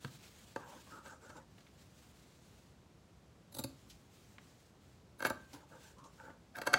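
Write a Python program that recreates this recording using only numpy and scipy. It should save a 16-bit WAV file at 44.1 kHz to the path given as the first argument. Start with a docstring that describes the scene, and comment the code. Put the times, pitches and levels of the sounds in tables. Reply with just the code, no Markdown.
"""A quiet room with a sewing table, where tailor's scissors snip three notches into cloth.
Each cut is a run of bites: noise grains make the thread crunch, and a jolt rings the steel and the table.
Before and between the cuts a hand smooths the cloth (hissing noise) and the blade slides over the table
(rubbing noise with a rough squeak). Small knocks, ticks and a low murmur of room air complete the scene."""
import sys
import numpy as np
from scipy import signal
from scipy.fft import rfft, irfft, next_fast_len
from scipy.io import wavfile
from scipy.ndimage import uniform_filter1d, map_coordinates

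SR = 44100
rng = np.random.default_rng(int(sys.argv[2]) if len(sys.argv) > 2 else 0)


def persist_wave(psi):
    """Save psi, clipped to +-1, as 16-bit WAV."""
    counts = np.round(np.clip(psi, -1, 1) * 32767).astype(np.int16)
    wavfile.write(sys.argv[1], SR, np.atleast_2d(counts).T)


N = 299202  # length of the scene [samples]
LEVEL_S = 0.01  # the level of a short sound is its energy spread over this time [s]
LEAD_S = 0.025  # time from the start of a surge to its peak [s]


def amp(db):
    """Turns decibels into gain."""
    return 10 ** (np.asarray(db) / 20)


def evened(x):
    """Scales a sound to rms 1."""
    return x / np.sqrt(np.mean(x ** 2) + 1e-20)


def steadied(x, window_s=0.042):
    """Evens out slow swells and keeps the grain, as under a steady pressure."""
    power = uniform_filter1d(x ** 2, round(window_s * SR))
    return x / np.sqrt(abs(power) + 1e-9)


def burst(x, db):
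    """Gives a short sound the energy of LEVEL_S seconds at the level db."""
    energy = np.sum(x ** 2) + 1e-20
    return amp(db) * x * np.sqrt(LEVEL_S * SR / energy)


def add(mix, s, sound):
    """Mixes a sound in at time s [s], leaving out what falls outside the mix."""
    at = round(s * SR)
    sound = sound[max(-at, 0):]
    part = mix[max(at, 0):][:len(sound)]
    part += sound[:len(part)]


def read(points, hz):
    """Reads a curve of (frequency, value) points on a log-frequency axis."""
    f, value = np.transpose(points)
    return np.interp(np.log(hz + 1), np.log(f + 1), value)


def colour(x, points):
    """Filters a sound by a spectrum, then scales it to rms 1."""
    size = next_fast_len(len(x))
    gain = amp(read(points, np.fft.rfftfreq(size, 1 / SR)))
    return evened(irfft(rfft(x, size) * gain, size)[:len(x)])


def grains(size, spread_db, clump_s):
    """Noise of many tiny slips, whose strength changes from clump to clump."""
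    t = np.arange(size) / SR
    noise, strength = rng.standard_normal((2, size))
    clumps = np.interp(t / clump_s, np.arange(size), strength)
    return evened(noise * amp(spread_db * clumps))


def mottle(x, patchy_db, patch_s, patch_hz):
    """Lets the colour wander in patches, as the spot that rubs keeps changing."""
    hz, t, z = signal.stft(x, SR, nperseg=256)
    field = rng.standard_normal((128, 1024))
    places = np.meshgrid(hz / patch_hz, t / patch_s, indexing="ij")
    patches = map_coordinates(field, places, order=1, mode="mirror")
    return evened(signal.istft(z * amp(patchy_db * patches), SR, nperseg=256)[1][:len(x)])


def resonate(x, hz, width):
    """Brings out a band around the curve hz, width [Hz] wide; rms 1."""
    turn = np.exp(2j * np.pi * np.cumsum(hz) / SR)
    r = np.exp(-np.pi * width / SR)
    shifted_down = x / turn
    smooth = signal.lfilter([1 - r], [1, -2 * r, r * r], shifted_down)
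    return evened((turn * smooth).real)


def ring(drive, modes, tilt_db=0, spread=0):
    """A force rings decaying modes, tilted in dB per octave; they shift as the point of contact moves."""
    lowest = modes[0][0]
    out = np.zeros(len(drive))
    for hz, db, t60 in modes:
        r = np.exp(-np.log(1000) / (t60 * SR))
        turn = 2 * np.pi * hz * (1 + spread * rng.uniform(-1.31, 1)) / SR
        mode = evened(signal.lfilter([1], [1, -2 * r * np.cos(turn), r * r], drive))
        out += amp(db + tilt_db * np.log2(hz / lowest)) * mode
    # little radiates below the lowest mode
    return signal.sosfilt(signal.butter(3, 1.03 * lowest, "high", fs=SR, output="sos"), out)


def stroke(start, length, rise_s, sag_db, fade_s):
    """Gain of one rubbing movement: it takes hold, sags as it goes on, and dies away."""
    t = np.maximum(np.arange(N) / SR - start, 0)
    rise = np.minimum(t / rise_s, 1)
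    sag = amp(sag_db * np.minimum(t / length, 1))
    fade = np.exp(-np.clip((t - length) / fade_s, 0, 20))
    return rise * sag * fade


def surge(build, fade):
    """Strength that builds up to a peak LEAD_S into the sound, then fades."""
    t = np.arange(SR // 3) / SR - LEAD_S
    return np.exp(-np.where(t < 0, -t / build, t / fade)) + 1e-9


# colour of the room noise: (frequency [Hz], relative level per Hz [dB])
AIR_COLOUR = [(25, -35), (38, -16), (52, -0.5), (80, 1.5), (110, -0.5), (170, -1), (280, -7.5), (500, -12),
              (1000, -18), (2000, -24.5), (4000, -27), (7500, -30.5), (9000, -35.5), (16000, -43.5)]


def air(db=-62.5):
    """The low murmur of room air: steady noise, strongest in the bass."""
    return amp(db) * colour(rng.standard_normal(N), AIR_COLOUR)


# how long the room's echo lasts: (frequency [Hz], time to fall by 60 dB [s])
ECHO_TIMES = [(100, 0.6), (500, 0.31), (1500, 0.35), (5000, 0.3), (15000, 0.2)]


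def room(x):
    """Sparse reflections of random sign, the treble dying first."""
    size = SR // 2
    signs = rng.choice([-1., 1.], size)
    sparse = rng.random(size) < 3000 / SR  # about 3000 reflections per second
    late = np.arange(size) > 0.004 * SR
    hz, t, z = signal.stft(signs * sparse * late, SR, nperseg=256)
    decay = amp(-60 * t / read(ECHO_TIMES, hz)[:, None])
    tail = signal.istft(z * decay, SR, nperseg=256)[1]
    return signal.fftconvolve(x, tail / np.linalg.norm(tail))[:N]


# colour of the cloth under the hand: (frequency [Hz], relative level per Hz [dB])
CLOTH_COLOUR = [(200, 1), (700, -2.5), (1500, 0), (2500, 0), (4000, 0.5), (5200, -2), (7500, -1),
                (8800, -6), (12000, -10.5), (16000, -10)]
# the hand smooths or shifts the cloth: (start [s], length [s], level before rise and sag [dB])
WIPES = [ (0.0, 0.016, -49), (0.097, 0.061, -58), (0.188, .13, -60.5), (0.332, 0.27, -64),
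         (0.65, 0.23, -62), (0.873, 0.1, -63.5), (1.025, 0.067, -63), (1.19, 0.18, -71), (1.486, 0.34, -72),
         (1.767, 0.066, -68.5), (1.864, .08, -70.5), (1.941, 0.17, -65.5), (2.124, 0.26, -68.5),
         (2.405, 0.22, -68), (2.64, 0.076, -75), (3.66, 0.4, -70.5), (4.088, 0.27, -68), (4.382, 0.29, -70),
         (4.79, 0.17, -74), (5.355, 0.1, -70), (5.47, 0.1, -65.5), (5.66, 0.16, -70.5),
         (5.789, 0.11, -63.5), (6.094, .17, -69.5)]
WIPE_RISE_S, WIPE_SAG_DB, WIPE_FADE_S = 0.048, -2.5, 0.041  # shape of a wipe


def wipes():
    """The weave hisses under the hand: patchy noise grains, shaped into strokes."""
    weave = mottle(grains(size=N, spread_db=1.5, clump_s=0.013), patchy_db=1.5, patch_s=0.05, patch_hz=663)
    strength = np.zeros(N)
    for start, length, db in WIPES:
        strength += amp(db) * stroke(start, length, WIPE_RISE_S, WIPE_SAG_DB, WIPE_FADE_S)
    return colour(weave, CLOTH_COLOUR) * strength


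# the blades pushing through the cloth: (time [s], level [dB])
DRAG_LEVELS = [(6.54, -67), (6.6, -53), (6.65, -68), (6.695, -50), (6.73, -50.5), (6.76, -39), (6.785, -47)]


def drag():
    """The weave rasps against the blades, lower than under the hand."""
    # (frequency [Hz], relative level per Hz [dB])
    rasp = [(100, -11), (300, 12), (520, -13), (720, 16.5), (950, -2), (1600, -6), (2200, -14),
            (3000, -31), (4600, -8), (8000, -25), (16000, -43)]
    # silent before the first point
    level_db = np.interp(np.arange(N) / SR, *np.transpose(DRAG_LEVELS), left=-np.inf)
    return colour(grains(size=N, spread_db=2, clump_s=0.00083), rasp) * amp(level_db)


# colour of the table under a sliding blade: (frequency [Hz], relative level per Hz [dB])
SCRAPE_COLOUR = [(100, -34), (280, 6), (400, -2), (530, 8), (720, -7), (910, 7.5), (1050, -10.5),
                 (1250, -4), (1600, 0), (1850, -15), (3000, -19), (5000, -30), (7000, -38), (16000, -33)]
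# the lower blade is pushed over the table: (start [s], length [s], level of rub and squeak before rise
# and sag [dB], squeak frequency [Hz], squeak over rub [dB], steel hiss over rub and squeak [dB])
PUSHES = [ (0.578, .185, -55.5, 1025, -5.5, -18.5), (0.856, 0.03, -60.5, 1100, 0, -16),
          (0.901, 0.087, -53, 1300, 4, -20), (1.035, 0.1, -54.5, 1290, -7, -11.5),
          (1.21, 0.11, -58.5, 1430, -1, -12), (1.342, 0.037, -52.5, 960, -2.5, -18.5),
          (5.525, 0.025, -49.5, 910, -5, -27), (5.598, 0.023, -62.5, 1000, -13, -13),
          (5.696, 0.094, -58, 495, -6, -20), (5.825, .08, -65, 1580, -2, -6),
          (5.962, 0.075, -60.5, 1080, 5, -21), (6.033, 0.016, -56.5, 1100, -2, -9),
          (6.175, 0.059, -57, 1460, -3, -18), (6.235, 0.069, -55.5, 1470, -5, -29)]
PUSH_RISE_S, PUSH_SAG_DB, PUSH_FADE_S = 0.025, -1.5, 0.033  # shape of a push


def slide(hiss_hz=6900, hiss_width_hz=3100, squeak_width_hz=220):
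    """The blade sticks and slips over the table top, with a faint rough squeak and a thin steel hiss."""
    slips = mottle(grains(size=N, spread_db=2.0, clump_s=0.0026), patchy_db=8.0, patch_s=0.023, patch_hz=234)
    rub = steadied(colour(slips, SCRAPE_COLOUR))
    hiss = steadied(resonate(slips, np.full(N, hiss_hz), hiss_width_hz))
    friction = rng.standard_normal(N)
    out = np.zeros(N)
    for start, length, db, hz, squeak_db, hiss_db in PUSHES:
        squeak = amp(squeak_db) * steadied(resonate(friction, np.full(N, hz), squeak_width_hz))
        rub_and_squeak = (rub + squeak) / np.hypot(1, amp(squeak_db))  # keeps their joint level
        sound = rub_and_squeak + amp(hiss_db) * hiss
        out += amp(db) * stroke(start, length, PUSH_RISE_S, PUSH_SAG_DB, PUSH_FADE_S) * sound
    return out


# small dry ticks and flicks of cloth and fingers: (time [s], level [dB], centre [Hz], fade [s])
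TICKS = [(0.048, -52.5, 2030, 0.00099), (0.136, -69, 4000, .011), (1.293, -64.5, 4660, 0.01),
         (1.367, -62.5, 4160, 0.01), (1.581, -64.5, 1900, 0.0054), (1.605, -66.5, 3140, 0.0099),
         (1.667, -64, 1920, 0.013), (3.9, -55.5, 3760, 0.021), (4.383, -55, 1530, 0.0044),
         (5.532, -55.5, 3700, 0.017), (5.984, -67.5, 4670, .014), (6.041, -63.5, 4700, .016)]


def ticks(width=1.78):
    """Brief dull crackles that do not ring: fading noise in a band from centre / width to centre * width."""
    out = np.zeros(N)
    t = np.arange(SR // 6) / SR
    for s, db, hz, fade in TICKS:
        crackle = rng.standard_normal(len(t)) * np.exp(-t / fade)
        band = signal.butter(2, [hz / width, hz * width], "band", fs=SR, output="sos")
        add(out, s, burst(signal.sosfilt(band, crackle), db))
    return out


# modes of the whole table on its frame: (frequency before any random shift [Hz], relative level [dB],
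# time to fall by 60 dB [s])
FRAME_MODES = [(114.3, 3, 0.12), (133, 6, 0.15), (264, 4.5, 0.089), (317, -4, 0.21), (601, 3, 0.039)]


def palm(s=0.046, db=-41, soft_db=-9):
    """The hand lands on the table: a soft push (tilt soft_db per octave) that mostly moves the lowest modes."""
    out = np.zeros(N)
    add(out, s, burst(ring(signal.unit_impulse(SR // 3), FRAME_MODES, soft_db), db))
    return out


# colour of parting threads: (frequency [Hz], relative level per Hz [dB])
CRUNCH_COLOUR = [(500, -22), (1500, -15), (3200, -5), (4400, -5), (5600, -9.5), (7500, -7.5), (8800, -10),
                 (11200, -7.5), (12300, -1.5), (14000, -20), (16000, 0.5)]
# the blades' own high ringing: (frequency before random shift [Hz], relative level [dB],
# time to fall by 60 dB [s])
EDGE_MODES = [(3870, 18, 0.0095), (4460, -37, 0.0041), (6400, 4, .01), (7760, 11.5, 0.079),
              (9360, -19, 0.019), (10400, 12.5, 0.008), (10870, 9.5, 0.01), (14300, 5, 0.0074)]


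def crunch(swell, edge_db=-6):
    """Parting threads tear, and set the blades' edges ringing."""
    threads = grains(size=len(swell), spread_db=2.0, clump_s=0.0007)
    tearing = mottle(colour(threads, CRUNCH_COLOUR), patchy_db=7.5, patch_s=0.0091, patch_hz=652)
    ringing = ring(threads * swell, EDGE_MODES, spread=0.054)
    return evened(tearing * swell) + amp(edge_db) * evened(ringing)


# the blades part again and scrape along the cut edge: (time [s], level [dB])
OPENINGS = [(3.899, -58), (5.538, -56)]


def openings(rise_s=0.0072, fade_s=0.021):
    """The opening blades brush the threads: a soft crunch with no jolt."""
    out = np.zeros(N)
    for s, db in OPENINGS:
        add(out, s - LEAD_S, burst(crunch(surge(rise_s, fade_s)), db))
    return out


# modes of the steel blades pressed on the table: (frequency before random shift [Hz],
# relative level before brightness tilt [dB], time to fall by 60 dB [s])
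STEEL_MODES = [(1436, -53, 0.54), (1474, -18.5, 0.03), (1577, 4, 0.03), (1952, -22.5, 0.097),
               (2193, -9, 0.023), (2670, -16.5, 0.037), (3183, -14.5, 0.017), (3800, -23, 0.009),
               (4370, -12.5, 0.0061), (6010, -17.5, 0.0026), (7700, -29, 0.014)]
# modes of the table board: (frequency before random shift [Hz], relative level [dB],
# time to fall by 60 dB [s])
BOARD_MODES = [(315, 7, 0.03), (400, -5, 0.1), (493, -8, 0.16), (558, 3.5, 0.051), (620, 7.5, 0.032),
               (726, -3, 0.12), (882, 6, 0.048), (900, -8.5, 0.032), (1106, -8, 0.29), (1184, 0, 0.17),
               (1304, -1, 0.047)]


def jolt(swell, steel_db, bright_db, board_db, thump_db, snap=0.77, board_lag_s=0.000994,
         thump_lag_s=0.00297):
    """A gritty force with a sudden jump at its peak shakes the steel, then the board, then the frame."""
    grit = grains(size=len(swell), spread_db=3.0, clump_s=0.00063) * swell
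    jump = signal.unit_impulse(len(swell), round(LEAD_S * SR))
    force = grit / np.linalg.norm(grit) + snap * jump
    out = burst(ring(force, STEEL_MODES, bright_db, spread=0.004), steel_db)
    add(out, board_lag_s, burst(ring(force, BOARD_MODES, spread=0.0085), board_db))
    add(out, thump_lag_s, burst(ring(force, FRAME_MODES, spread=0.1), thump_db))
    return out


# the scissors knock on the table, as they are set down, nudged or snapped shut:
# (time [s], build-up [s], fade [s], steel level [dB], steel brightness [dB per octave],
# table board level [dB], low thump level [dB])
KNOCKS = [(0.048, 0.0023, 0.0017, -49.5, 1, -50, -46), (0.561, 0.00029, 0.0027, -48, 2.5, -38, -48),
          (1.061, .001, .008, -55.5, 3, -59, -70), (1.303, .01, 0.0055, -55, 1, -55, -63),
          (3.642, 0.0009, 0.0012, -53.5, 11, -54, -37.5), (5.3042, 0.00054, .0032, -43.5, -8, -36, -41),
          (6.2, 0.0007, 0.0032, -56.5, -12, -61, -70), (6.303, 0.013, 0.0042, -75, 0, -51.5, -67),
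          (6.558, 0.0046, 0.0014, -45.5, -17, -67, -76), (6.577, 0.0019, 0.0036, -58, -9, -73, -50),
          (6.7404, 0.0024, 0.0027, -21, 1.5, -33.5, -41.5)]


def knocks():
    """Steel meets the table top: a jolt with no threads in it."""
    out = np.zeros(N)
    for s, build, fade, steel_db, bright_db, board_db, thump_db in KNOCKS:
        add(out, s - LEAD_S, jolt(surge(build, fade), steel_db, bright_db, board_db, thump_db))
    return out


def ringing_blade(s=5.256, db=-47, hz=1565, t60=0.52):
    """From a strong bite midway through the second cut, a blade rings on: a decaying sine."""
    t = np.maximum(np.arange(N) / SR - s, 0)
    return np.sqrt(2) * amp(db - 60 * t / t60) * np.sin(2 * np.pi * hz * t)


# the blades bite through a bunch of threads:
# (time [s], build-up [s], fade [s], thread crunch level [dB], jolt gain [dB])
BITES = [ (3.527, 0.0037, 0.0042, -55, -60), (3.550, .004, .0036, -45, -50.5),
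         (3.570, 0.0067, 0.0051, -46, -45.5), (3.586, 0.00078, 0.0048, -41, -47.5),
         (3.5905, 0.0021, 0.0073, -38.5, -38.5), (3.639, 0.00067, 0.0052, -39, -54),
         (5.197, 0.0055, .003, -57.5, -56), (5.206, 0.0018, 0.0022, -59, -43),
         (5.226, 0.0047, 0.002, -50, -37.5), (5.237, 0.0027, 0.0025, -55, -55),
         (5.2505, 0.0041, 0.011, -52, -28), (5.256, 0.0032, 0.011, -39, -35),
         (5.268, 0.0033, 0.0065, -45, -36.5), (5.301, 0.0013, 0.0017, -42.5, -59),
         (6.558, 0.0039, 0.0034, -60, -74), (6.568, 0.0024, .004, -55, -49),
         (6.587, 0.0057, .0022, -55.5, -42), (6.617, 0.0011, 0.0045, -51, -40.5),
         (6.636, 0.0027, 0.003, -68, -51), (6.657, .002, 0.0035, -60, -57), (6.668, .001, .0037, -49, -60),
         (6.673, 0.0038, 0.0043, -45, -28.5), (6.733, 0.0012, 0.0043, -41, -34)]
# how the scissors lie in each cut, which decides what a jolt shakes; in the first the cloth cushions
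# the steel: (from time [s], steel level before jolt gain [dB], steel brightness at a firm jolt
# [dB per octave], table board level before jolt gain [dB], low thump level before jolt gain [dB])
CUTS = [(3.5, -48, 10, -8.5, -2.5), (5.1, -1.5, -.5, -4.5, -15), (6.5, -3.5, 2, -3.5, -20)]
FIRM_DB = -30  # jolt gain of a firm bite [dB]
HARDER_BRIGHTER = 0.083  # added steel brightness [dB per octave] for each dB above firm; less below


def bites():
    """Threads crunch around each bite's peak and the blades jump; each cut passes the jolts on in its own way."""
    out = np.zeros(N)
    for s, build, fade, crunch_db, jolt_db in BITES:
        current_cut = [cut for cut in CUTS if cut[0] <= s][-1]
        _, steel_db, firm_bright_db, board_db, thump_db = current_cut
        bright_db = firm_bright_db + HARDER_BRIGHTER * (jolt_db - FIRM_DB)
        swell = surge(build, fade)
        shake = jolt(swell, steel_db, bright_db, board_db, thump_db)
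        threads = burst(crunch(swell), crunch_db)
        add(out, s - LEAD_S, threads + amp(jolt_db) * shake)
    return out


def scene():
    """Scissors and cloth close by, over the low murmur of room air."""
    cuts = bites() + knocks() + openings() + ticks() + palm() + ringing_blade()
    echo = amp(-11.5) * room(cuts)
    rubbing = slide() + wipes() + drag()
    return (cuts + echo + rubbing + air())[None]


def record(dry, bass_hz=48, treble_hz=15900):
    """The microphone drops the deep bass below bass_hz; then a steep filter cuts the treble above treble_hz."""
    thin = signal.sosfilt(signal.butter(4, bass_hz, "high", fs=SR, output="sos"), dry)
    band_limit = signal.firwin(511, treble_hz, window=("kaiser", 9), fs=SR)
    return signal.oaconvolve(thin, band_limit[None], "same")


dry = scene()
out = record(dry)
persist_wave(out)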